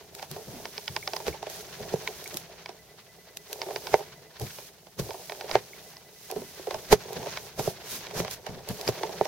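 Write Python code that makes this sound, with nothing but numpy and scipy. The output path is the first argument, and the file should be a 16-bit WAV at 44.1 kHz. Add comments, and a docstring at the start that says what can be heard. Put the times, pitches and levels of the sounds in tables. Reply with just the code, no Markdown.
"""A T-bar applicator is pushed over a wet hardwood floor in a bare room, heard from a camera on its pole.
From the start one push curve drives the pad's judder, swish and fizz and the hand's rumble. Within
half a second a sleeve brushes, the mount ticks, the thread creaks in single slips, the pad grabs, the
bar taps and steps thump. From 1 s a few bubbles burst and the swivel joint knocks as it takes up its
play. A faint whine comes and goes from 2.8 to 6.6 s; the hardest knock follows at 6.9 s."""
import sys
import numpy as np
from scipy import signal
from scipy.fft import rfft, irfft, next_fast_len
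from scipy.io import wavfile
from scipy.ndimage import uniform_filter1d

SR = 44100
rng = np.random.default_rng(int(sys.argv[2]) if len(sys.argv) > 2 else 0)


def transcribe(u):
    """Save the signal u as a 16-bit wav file named by the first command-line argument.

    u: samples, shape (n,) or (channels, n), limited to [-1, 1]; the rate is SR.
    q: integer samples, one column per channel.
    """
    v = np.clip(np.atleast_2d(u).T, -1, 1)
    q = np.round(v * 32767).astype(np.int16)
    wavfile.write(sys.argv[1], SR, q)


N = 408807
TIME = np.arange(N) / SR
LEAD = int(.06 * SR)  # samples ahead of a contact
AGE = np.arange(-LEAD, 4 * LEAD) / SR  # time since a contact, s
USUAL_PUSH_DB = -56.5

# pad grabbing the boards: (start [s], length [s], judder [dB])
GRABS = [(0.17, .06, -51), (0.316, 0.11, -45.5), (0.479, .19, -49.5), (1.173, .17, -47.5),
         (1.49, 0.11, -53.5), (1.787, 0.19, -44), (2.037, 0.091, -44), (2.327, 0.027, -43),
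         (3.505, .14, -46.5), (3.66, 0.35, -43.5), (4.407, .04, -42), (5.004, 0.22, -48.5),
         (5.311, 0.3, -48), (6.31, .1, -45), (6.72, .09, -46.5), (7.056, 0.23, -42.5), (7.603, 0.096, -40),
         (8.144, 0.1, -39.5), (8.495, .11, -50), (8.68, 0.028, -42), (8.804, 0.38, -41)]
# spectrum of a small hard contact: (frequency [Hz], gain [dB])
SNAP_SPECTRUM = [(400, -26.5), (900, 13), (1250, -2), (1600, 0), (2300, 0.5), (3000, -2.5), (4000, -4.5),
                 (5000, -5), (6000, -6), (7200, -15.5), (16000, -23)]
# spectrum of a dull push on the pole: (frequency [Hz], gain [dB])
BASS_SPECTRUM = [(20, -4), (45, -7.5), (100, 7), (165, 8), (240, 0.5), (330, -13.5), (430, 0), (700, -11),
                 (2000, -32.5)]


def undb(db):
    return 10 ** (np.asarray(db) / 20)


def pan(db):
    """Channel gains for a left minus right level."""
    return undb(np.array([[db], [-db]]) / 2)


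def gains(spectrum, n):
    """Gain of a (Hz, dB) outline at each bin of an n-sample FFT."""
    hz, db = np.transpose(spectrum)
    bin_hz = np.arange(n // 2 + 1) * SR / n
    return undb(np.interp(np.log(bin_hz + 1), np.log(hz), db))


def colour(x, spectrum):
    """Causal filter with a (Hz, dB) outline, built from its cepstrum."""
    n = 2 * next_fast_len(x.shape[-1] // 2 + LEAD)
    cepstrum = irfft(np.log(gains(spectrum, n)))
    cepstrum[1:n // 2] *= 2
    cepstrum[n // 2 + 1:] = 0
    return irfft(rfft(x, n) * np.exp(rfft(cepstrum)))[..., :x.shape[-1]]


def band(x, lo_hz, hi_hz, order=2):
    return signal.sosfilt(signal.butter(order, [lo_hz, hi_hz], "band", fs=SR, output="sos"), x)


def noise(n=len(AGE)):
    """Stereo noise, alike in the bass, unrelated in the treble."""
    # stereo width at the microphone ports: (frequency [Hz], side over mid [dB])
    width = [(30, -10), (100, -9.5), (500, -13), (1200, -7), (2400, -4.5), (4500, 0), (8000, 0.5),
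             (15000, 1)]
    mid, side = rfft(rng.standard_normal((2, n)))
    side = side * gains(width, n)
    return irfft(np.array([mid + side, mid - side]), n)


def unit_rms(x, lo_hz, hi_hz):
    """Scale to unit rms within a band."""
    return x / band(x.mean(axis=0), lo_hz, hi_hz, order=4).std()


def peak(x, db):
    """Scale the loudest 3 ms to this level."""
    power = uniform_filter1d(np.atleast_2d(x).mean(axis=0) ** 2, 128)
    return x * undb(db) / np.sqrt(power.max())


def walk(rate_hz):
    """Slewed random levels, spread near 1."""
    hold = int(SR / rate_hz)
    levels = np.repeat(rng.standard_normal(N // hold + 1), hold)
    return 1.2 * uniform_filter1d(levels, hold)[:N]


def swell(rise_s, fall_s):
    """Envelope that grows up to a contact and dies after it."""
    return np.exp(-np.abs(AGE) / np.where(AGE < 0, rise_s, fall_s))


def spell(start_s, length_s, rise_s, fall_s):
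    """Envelope that rises, holds and dies."""
    before_s, after_s = np.maximum(start_s - TIME, 0), np.maximum(TIME - start_s - length_s, 0)
    return np.exp(-before_s / rise_s - after_s / fall_s)


def add(out, time_s, sound):
    """Mix in a sound with its contact at time_s."""
    start = int(time_s * SR) - LEAD
    lo, hi = max(start, 0), min(start + len(AGE), N)
    out[:, lo:hi] += sound[..., lo - start:hi - start]


def burst(spectrum, db, rise_s, fall_s, tail_db, lead_s, tail_s):
    """Sharp crack inside a weaker, longer scrape."""
    envelope = swell(rise_s, fall_s) + undb(tail_db) * swell(lead_s, tail_s)
    return peak(colour(noise() * envelope, spectrum), db)


def pole(force, tilt_hz, scatter_db=0):
    """Pole modes driven by a force; a harder contact (higher tilt_hz) favours the upper ones."""
    # pole and mount: (frequency [Hz], level [dB], t60 [s], left minus right [dB])
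    modes = [(384.7, -4, 0.078, -1), (422.4, 3.5, 0.052, -5.5), (499, -6.5, 0.062, 4.5),
             (600.5, 3.5, 0.023, -6.5), (670, 0.5, 0.025, -4), (768, 1, 0.032, -3),
             (886, -2.5, 0.049, -1.5), (1028, -19, .04, -15)]
    t = AGE[LEAD:]
    ring = 0
    for (hz, db, t60_s, pan_db), chance in zip(modes, rng.standard_normal(len(modes))):
        weight_db = db + scatter_db * chance + 26 * np.log2(tilt_hz / 580) * np.log2(hz / 580)
        ring = ring + pan(pan_db) * undb(weight_db - 60 * t / t60_s) * np.cos(2 * np.pi * hz * t)
    ring = band(ring, 383, 805)  # the mount passes only the middle range
    return signal.fftconvolve(force, ring, axes=1)[:, :force.shape[-1]]


def blow(db, tilt_hz, chatter, rise_s, fall_s, scatter_db):
    """One impulse on the pole, loose parts chattering around it."""
    force = (AGE == 0) + chatter * noise() * swell(rise_s, fall_s)
    return peak(pole(force, tilt_hz, scatter_db), db)


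def effort_db():
    """Push over its usual strength."""
    # push of the pad through the finish: (time [s], level [dB])
    push = [(0, -59.5), (0.8, -58), (1.55, -51), (2.3, -51.5), (2.68, -59), (2.85, -64), (3.42, -63.5),
            (3.98, -53), (4.34, -62), (4.45, -59), (4.92, -65.5), (5.6, -54.5), (6.12, -64.5),
            (7.32, -46.5), (7.52, -56.5), (8.2, -48), (8.42, -56), (9.26, -48.5)]
    return np.interp(TIME, *np.transpose(push)) - USUAL_PUSH_DB


def pad_judder():
    """Tiny stick-slip jerks shake the pole; they follow the push and flare at each grab."""
    slips = noise(N) * undb(3 * walk(250) + 1.26 * walk(35))
    judder = unit_rms(pole(slips, tilt_hz=550), 330, 1000)
    power = undb(-54.5 + 0.73 * effort_db()) ** 2
    for start_s, length_s, db in GRABS:
        power += (undb(db) * spell(start_s, length_s, rise_s=0.0086, fall_s=0.014)) ** 2
    return judder * np.sqrt(power) * pan(2.1)


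def swish(sleeve_gain, cloth_db=-8):
    """The wet film hisses with the push; the moving sleeve swishes in the same range."""
    # wet swish: (frequency [Hz], gain [dB])
    spectrum = [(500, -13), (1000, 5.5), (1230, 0), (1500, 4), (2100, 3), (2800, 0), (4500, 0), (6200, -6),
                (7400, -18), (10000, -35)]
    hiss = colour(noise(N) * undb(1.43 * walk(900) + 3.9 * walk(50)), spectrum)
    gain = np.hypot(undb(USUAL_PUSH_DB + effort_db()), undb(cloth_db) * sleeve_gain)
    return unit_rms(hiss, 1500, 6500) * gain * pan(-1.3)


def film_fizz(pops_per_s=700, spread_db=3.5):
    """Tiny bubbles burst in the wet film, louder with the push."""
    sizes = undb(spread_db * np.minimum(rng.exponential(size=N), 4))
    pops = (rng.random(N) < pops_per_s / SR) * sizes * rng.standard_normal((2, N))
    fizz = unit_rms(band(pops, 5400, 6800), 1500, 8000)
    return fizz * undb(-67 + 1.3 * effort_db()) * pan(-1.3)


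def hand_rumble():
    """The hand rubs along the pole, louder with the push."""
    # rubbing hand: (frequency [Hz], gain [dB])
    spectrum = [(20, -50), (50, -3), (110, -1), (170, 5), (250, -9), (330, -6), (600, -25)]
    rumble = unit_rms(colour(noise(N), spectrum), 60, 260)
    return rumble * undb(-58.5 + 0.57 * effort_db() + 0.92 * walk(9)) * pan(1.2)


def sleeve_motion():
    """Sleeve gain: each arm move fades in, swells or sags, and fades out."""
    # arm moves: (start [s], length [s], level [dB], change over the move [dB], fade [s])
    brushes = [(0.15, 0.096, -59, 2, .015), (0.31, 1.0, -55.5, 4.5, 0.04), (1.51, 0.11, -50, -2, 0.019),
               (1.64, 0.27, -57, 3, 0.065), (1.985, 0.41, -54, -0.5, 0.03), (3.51, .47, -54, 3.5, 0.052),
               (4.412, 0.27, -54, -5, 0.015), (4.999, 0.59, -55.5, -5, 0.013),
               (5.617, 0.29, -59.5, 2.5, 0.1), (6.244, 0.63, -56, 0.5, 0.12), (7.004, .48, -57, 5, 0.022),
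               (7.603, 0.098, -47, -1, 0.026), (7.917, 0.045, -44, -1, 0.044),
               (8.176, 0.048, -50.5, -4, 0.028), (8.311, 0.03, -46, 2, 0.012), (8.695, 0.6, -56, -6, .014)]
    power = 0
    for start_s, length_s, db, change_db, fade_s in brushes:
        progress = np.clip((TIME - start_s) / length_s, 0, 1)
        power += (undb(db + change_db * (progress - .5)) * spell(start_s, length_s, fade_s, fade_s)) ** 2
    return np.sqrt(power)


def sleeve_rustle(sleeve_gain, rest_db=-66.5):
    """Cloth brushes near the microphone; a faint hiss stays between moves."""
    # rustling cloth: (frequency [Hz], gain [dB])
    spectrum = [(1000, -6), (3000, -0.5), (5000, 1.5), (6200, 2), (7500, -4), (8800, -4), (10500, -2.5),
                (12500, -1.5), (16000, -3)]
    fibres = colour(noise(N) * undb(1.6 * walk(1200) + 0.57 * walk(33)), spectrum)
    return unit_rms(fibres, 8000, 15500) * np.hypot(sleeve_gain, undb(rest_db)) * pan(-1.4)


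def mount_ticks():
    """Fine bright ticks at the camera mount."""
    # ticks: (time [s], level [dB])
    ticks = [(0.15, -39.5), (0.3134, -36), (1.1623, -38), (1.499, -39.5), (2.241, -40), (2.2764, -39),
             (2.3424, -36), (2.3704, -29.5), (3.371, -34), (3.529, -29.5), (4.3976, -40), (4.4153, -40),
             (6.3128, -33.5), (7.1306, -39), (8.311, -35), (8.688, -34), (8.812, -34.5), (9.248, -41)]
    # one tick: (frequency [Hz], gain [dB])
    spectrum = [(500, -5), (2000, -0.5), (4000, 3.5), (6200, 2.5), (8500, -3.5), (12500, 2.5), (16000, -6)]
    out = np.zeros((2, N))
    for time_s, db in ticks:
        tick = burst(spectrum, db, rise_s=.0004, fall_s=.0007, tail_db=-16, lead_s=.005, tail_s=.007)
        add(out, time_s + .001, tick)
    return out * pan(-2.7)


def socket(force, bright_db):
    """Short socket modes, slightly different each time; a sharper slip wakes the high ones."""
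    # threaded socket: (frequency [Hz], level [dB], t60 [s])
    modes = [(860, -10, .045), (1020, -11, .035), (1480, -7, .018), (1830, -7, .016), (2250, -4, .018),
             (2620, -7, .012), (3050, -6, .01), (3450, -5, .01), (3950, -5, .01), (4750, 1.5, .012),
             (5250, 1.5, .012), (6150, -8, .011)]
    t = AGE[LEAD:]
    ring = 0
    for k, (hz, db, t60_s) in enumerate(modes):
        scatter_db, detune = rng.normal(0, [1.7, .01])
        weight_db = db + bright_db * (hz > 4400) + scatter_db
        tone = np.sin(2 * np.pi * hz * (1 + detune) * t)
        ring = ring + (-1) ** k * undb(weight_db - 60 * t / t60_s) * tone
    return signal.fftconvolve(force, ring[None], axes=1)[:, :len(AGE)]


def thread_creaks():
    """Each slip of the thread snaps in the socket and briefly rings the pole."""
    # slips: (time [s], snap [dB], pole ring [dB], gain of the high socket modes [dB])
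    slips = [(0.194, -39.5, -35.5, -4), (0.6537, -31.5, -28, -5), (0.7781, -28, -32.5, -2),
             (0.8782, -25, -35.5, -4), (0.9632, -22, -28.5, -2.5), (1.075, -23, -28.5, 0),
             (1.1335, -27, -23, 3), (1.1643, -27, -29.5, 5), (2.0743, -22.5, -38, -20),
             (2.6586, -32, -38, -3.5), (3.616, -25.5, -29.5, 5), (3.7596, -26, -25.5, -3),
             (3.8691, -29.5, -33, -7), (5.1055, -34.5, -29, -1), (5.2957, -31, -29.5, -11),
             (5.32, -32.5, -26.5, -9), (5.409, -32, -30, -2), (5.5121, -25.5, -26.5, 0),
             (5.9674, -40, -63, 13), (7.3719, -28, -29.5, -9), (8.0676, -36, -35, -24),
             (8.8764, -21.5, -42, 7)]
    out = np.zeros((2, N))
    for time_s, snap_db, ring_db, bright_db in slips:
        force = (AGE == 0) + .07 * noise() * swell(.0003, .0006)
        snap = peak(band(socket(force, bright_db), 600, 6300, order=5), snap_db - 2)
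        scrape = burst(SNAP_SPECTRUM, snap_db - 9, rise_s=.0004, fall_s=.0012,
                       tail_db=-8, lead_s=.003, tail_s=.009)
        ring = blow(ring_db - 5.5, 740, chatter=0.077, rise_s=0.00076, fall_s=0.0086, scatter_db=2.5)
        add(out, time_s + 0.000844, (snap + scrape) * pan(-3.5) + ring)
    return out


def rocking(taps_per_s=9.8, over_judder_db=14.5):
    """Faint random taps during the grabs: (time [s], pole ring [dB], tilt [Hz])."""
    taps = []
    for start_s, length_s, db in GRABS:
        for when, strength, hardness in rng.random((12, 3))[:int(length_s * taps_per_s)]:
            ring_db = db + over_judder_db + (2 * strength - 1)
            taps.append((start_s + when * length_s, ring_db, 400 * 2 ** hardness))
    return taps


def bar_taps(crack_db_per_octave=14.5):
    """The bar rocks on its pad and nudges the pole; a harder, higher tap cracks more."""
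    # clear taps: (time [s], pole ring [dB], tilt [Hz])
    taps = [(0.227, -31.5, 990), (1.202, -32, 775), (1.267, -23.5, 740), (1.428, -24, 620),
            (1.468, -23.5, 594), (1.804, -33, 447), (2.692, -30.5, 705), (3.708, -29, 706),
            (4.007, -29.5, 610), (4.586, -34, 790), (4.869, -40, 620), (5.091, -27, 412),
            (5.442, -27.5, 402), (5.494, -27, 750), (6.302, -29, 751), (6.321, -24.5, 404),
            (6.362, -20.5, 390), (6.418, -29.5, 510), (6.595, -29.5, 403), (6.671, -21, 435),
            (6.709, -22.5, 790), (6.744, -22.5, 676), (7.163, -28, 627), (7.229, -28.5, 699),
            (7.27, -22, 640), (8.11, -33, 880), (8.248, -26.5, 890), (8.28, -27, 800), (8.466, -25, 760),
            (8.796, -32.5, 748), (9.033, -17.5, 660), (9.254, -22, 710)]
    out = np.zeros((2, N))
    for time_s, ring_db, tilt_hz in list(taps) + rocking():
        ring = blow(ring_db - 5.5, tilt_hz, chatter=0.096, rise_s=0.0017, fall_s=0.0081, scatter_db=4)
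        crack_db = ring_db - 15.5 + crack_db_per_octave * np.log2(tilt_hz / 580)
        crack = burst(SNAP_SPECTRUM, crack_db, rise_s=0.0011, fall_s=0.00059,
                      tail_db=-10.5, lead_s=0.0066, tail_s=0.017)
        add(out, time_s + 0.001004, ring + crack * pan(-2.5))
    return out


def step_thumps():
    """Soft steps and grip shifts shake the pole at low frequencies."""
    # steps and shifts: (time [s], level [dB], tuning [Hz], decay [s])
    thumps = [(0.302, -39, 149, 0.037), (0.474, -38.5, 200, 0.021), (0.52, -40.5, 384, 0.11),
              (0.58, -54, 174, 0.028), (0.89, -37.5, 119, 0.062), (1.288, -35, 81.4, 0.017),
              (1.8, -40, 163, 0.07), (2.339, -39, 564, 0.015), (4.409, -28, 118, 0.031),
              (4.986, -49, 390, 0.049), (5.004, -35.5, 109, 0.043), (6.355, -39.5, 396, 0.049),
              (6.74, -41, 112, 0.022), (7.158, -37.5, 204, 0.034), (7.922, -45, 383, 0.029),
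              (8.146, -36.5, 180, 0.1), (8.21, -38, 179, 0.035), (8.485, -36, 182, 0.07),
              (8.538, -49, 187, 0.029), (8.693, -29, 154, 0.026)]
    out = np.zeros((2, N))
    for time_s, db, tuning_hz, fall_s in thumps:
        spectrum = [(hz * np.sqrt(tuning_hz / 160), gain_db) for hz, gain_db in BASS_SPECTRUM]
        thump = colour(noise() * swell(0.0075, fall_s), spectrum)
        add(out, time_s + 0.0099, peak(thump, db + .5))
    return out * pan(0.57)


def bubble_pops():
    """Small bubbles burst under the pad, each a short rising ping."""
    # bubbles in the finish: (time [s], level [dB], pitch [Hz])
    bubbles = [(1.027, -38, 2180), (1.327, -42, 2200), (2.258, -39, 2180), (5.7323, -43, 2150)]
    out = np.zeros((2, N))
    for time_s, db, hz in bubbles:
        ping = np.sin(2 * np.pi * hz * AGE * (1 + 4 * AGE)) * swell(0.00039, 0.0044)
        add(out, time_s + 0.0012, peak(ping, db + 0.5))
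    return out * pan(-2.7)


def joint_knocks(shove_hz=52):
    """The joint slides with a growing scuff, then hits its stop: crack, ring and bass push."""
    # knocks: (time [s], pole ring [dB], tilt [Hz], bass [dB], shove [dB], crack [dB], scuff [dB],
    # scuff rise [s])
    knocks = [(1.28, -17.5, 437, -49, -59, -26, -39.5, 0.011),
              (1.938, -12.5, 367, -27, -67, -47, -46, 0.016), (3.94, -2, 694, -38, -63, -16.5, -43.5, 0.03),
              (4.995, -19.5, 360, -27, -62, -48, -38, .007),
              (5.553, -3.5, 660, -32.5, -66, -19, -41, 0.064),
              (6.926, -1, 583, -19, -32.5, -15.5, -22.5, .009),
              (7.594, -17, 460, -28, -75, -45, -36, 0.0083),
              (7.675, -12.5, 435, -27, -72, -53, -40.5, 0.047),
              (8.2, -19, 393, -27.5, -56, -30, -37, 0.049), (8.887, -12.5, 389, -25, -60, -50, -35, 0.014),
              (9.21, -6.5, 670, -34.5, -61, -28.5, -66, 0.0076)]
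    # hitting the stop: (frequency [Hz], gain [dB])
    crack_spectrum = [(500, 0), (1150, -8), (1500, -1.5), (2000, 2.5), (2700, -6), (4500, -12), (6200, -18),
                      (7500, -31), (16000, -49)]
    # sliding joint: (frequency [Hz], gain [dB])
    scuff_spectrum = [(400, 19.5), (1500, 12), (3000, 6.5), (4500, 9), (6300, 10), (7500, 2), (9000, -0.5),
                      (12000, 4), (16000, -4)]
    give = np.sin(2 * np.pi * shove_hz * AGE) * swell(.0007, .0047)  # the whole mount gives way
    out = np.zeros((2, N))
    for time_s, ring_db, tilt_hz, bass_db, shove_db, crack_db, scuff_db, scuff_rise_s in knocks:
        chatter = 0.092 * undb(0.4 * (scuff_db - ring_db))
        ring = blow(ring_db - 5.5, tilt_hz, chatter, rise_s=0.0067, fall_s=0.0075, scatter_db=1.8)
        push = (AGE == 0) + 0.016 * noise() * swell(0.014, 0.022)
        bass = peak(band(colour(push, BASS_SPECTRUM), 107, 215), bass_db - .5)
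        shove = peak(give, shove_db + 11)
        crack = burst(crack_spectrum, crack_db - 3, rise_s=.0003, fall_s=.0011,
                      tail_db=-15, lead_s=.011, tail_s=.012)
        scuff = peak(colour(noise() * swell(scuff_rise_s, 0.0091), scuff_spectrum), scuff_db + 6)
        add(out, time_s + .0015, ring + (bass + shove) * pan(2.7) + (crack + scuff) * pan(-2.3))
    return out


def camera_whine(hz=1998, flares_per_s=10, rise_s=0.0023, fall_s=0.028):
    """A faint electrical whine flares and fades in short spells."""
    # spells of whine: (start [s], length [s])
    spells = [(2.788, 0.74), (4.056, .3), (5.757, 0.87)]
    flare = np.zeros(N)
    for start_s, length_s in spells:
        since_s = (TIME - start_s) % (1 / flares_per_s)
        on = (TIME > start_s) & (TIME < start_s + length_s)
        flare += on * (1 - np.exp(-since_s / rise_s)) * np.exp(-since_s / fall_s)
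    return undb(-54) * flare * np.sin(2 * np.pi * hz * TIME)


def room(x, t60_s, wet_db):
    """The bare room returns a weak diffuse tail."""
    t = TIME[:SR]
    tail = band(rng.standard_normal((2, SR)), 140, 9000, order=1) * undb(-60 * t / t60_s) * (t > .008)
    tail /= np.linalg.norm(tail, axis=1, keepdims=True)
    return x + undb(wet_db) * signal.fftconvolve(x, tail, axes=1)[:, :N]


def scene():
    """Rubbing and contacts in the room; the whine stays dry."""
    sleeve_gain = sleeve_motion()
    rubbing = pad_judder() + swish(sleeve_gain) + sleeve_rustle(sleeve_gain) + film_fizz() + hand_rumble()
    contacts = joint_knocks() + bar_taps() + thread_creaks() + mount_ticks() + step_thumps()
    return room(rubbing + contacts + bubble_pops(), t60_s=0.36, wet_db=-34.5) + camera_whine()


def record(dry):
    """The camera limits at full scale and cuts the top."""
    low_pass = signal.ellip(14, .2, 70, 15900, fs=SR, output="sos")
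    return signal.sosfilt(low_pass, np.clip(dry, -1, 1))


dry = scene()
out = record(dry)
transcribe(out)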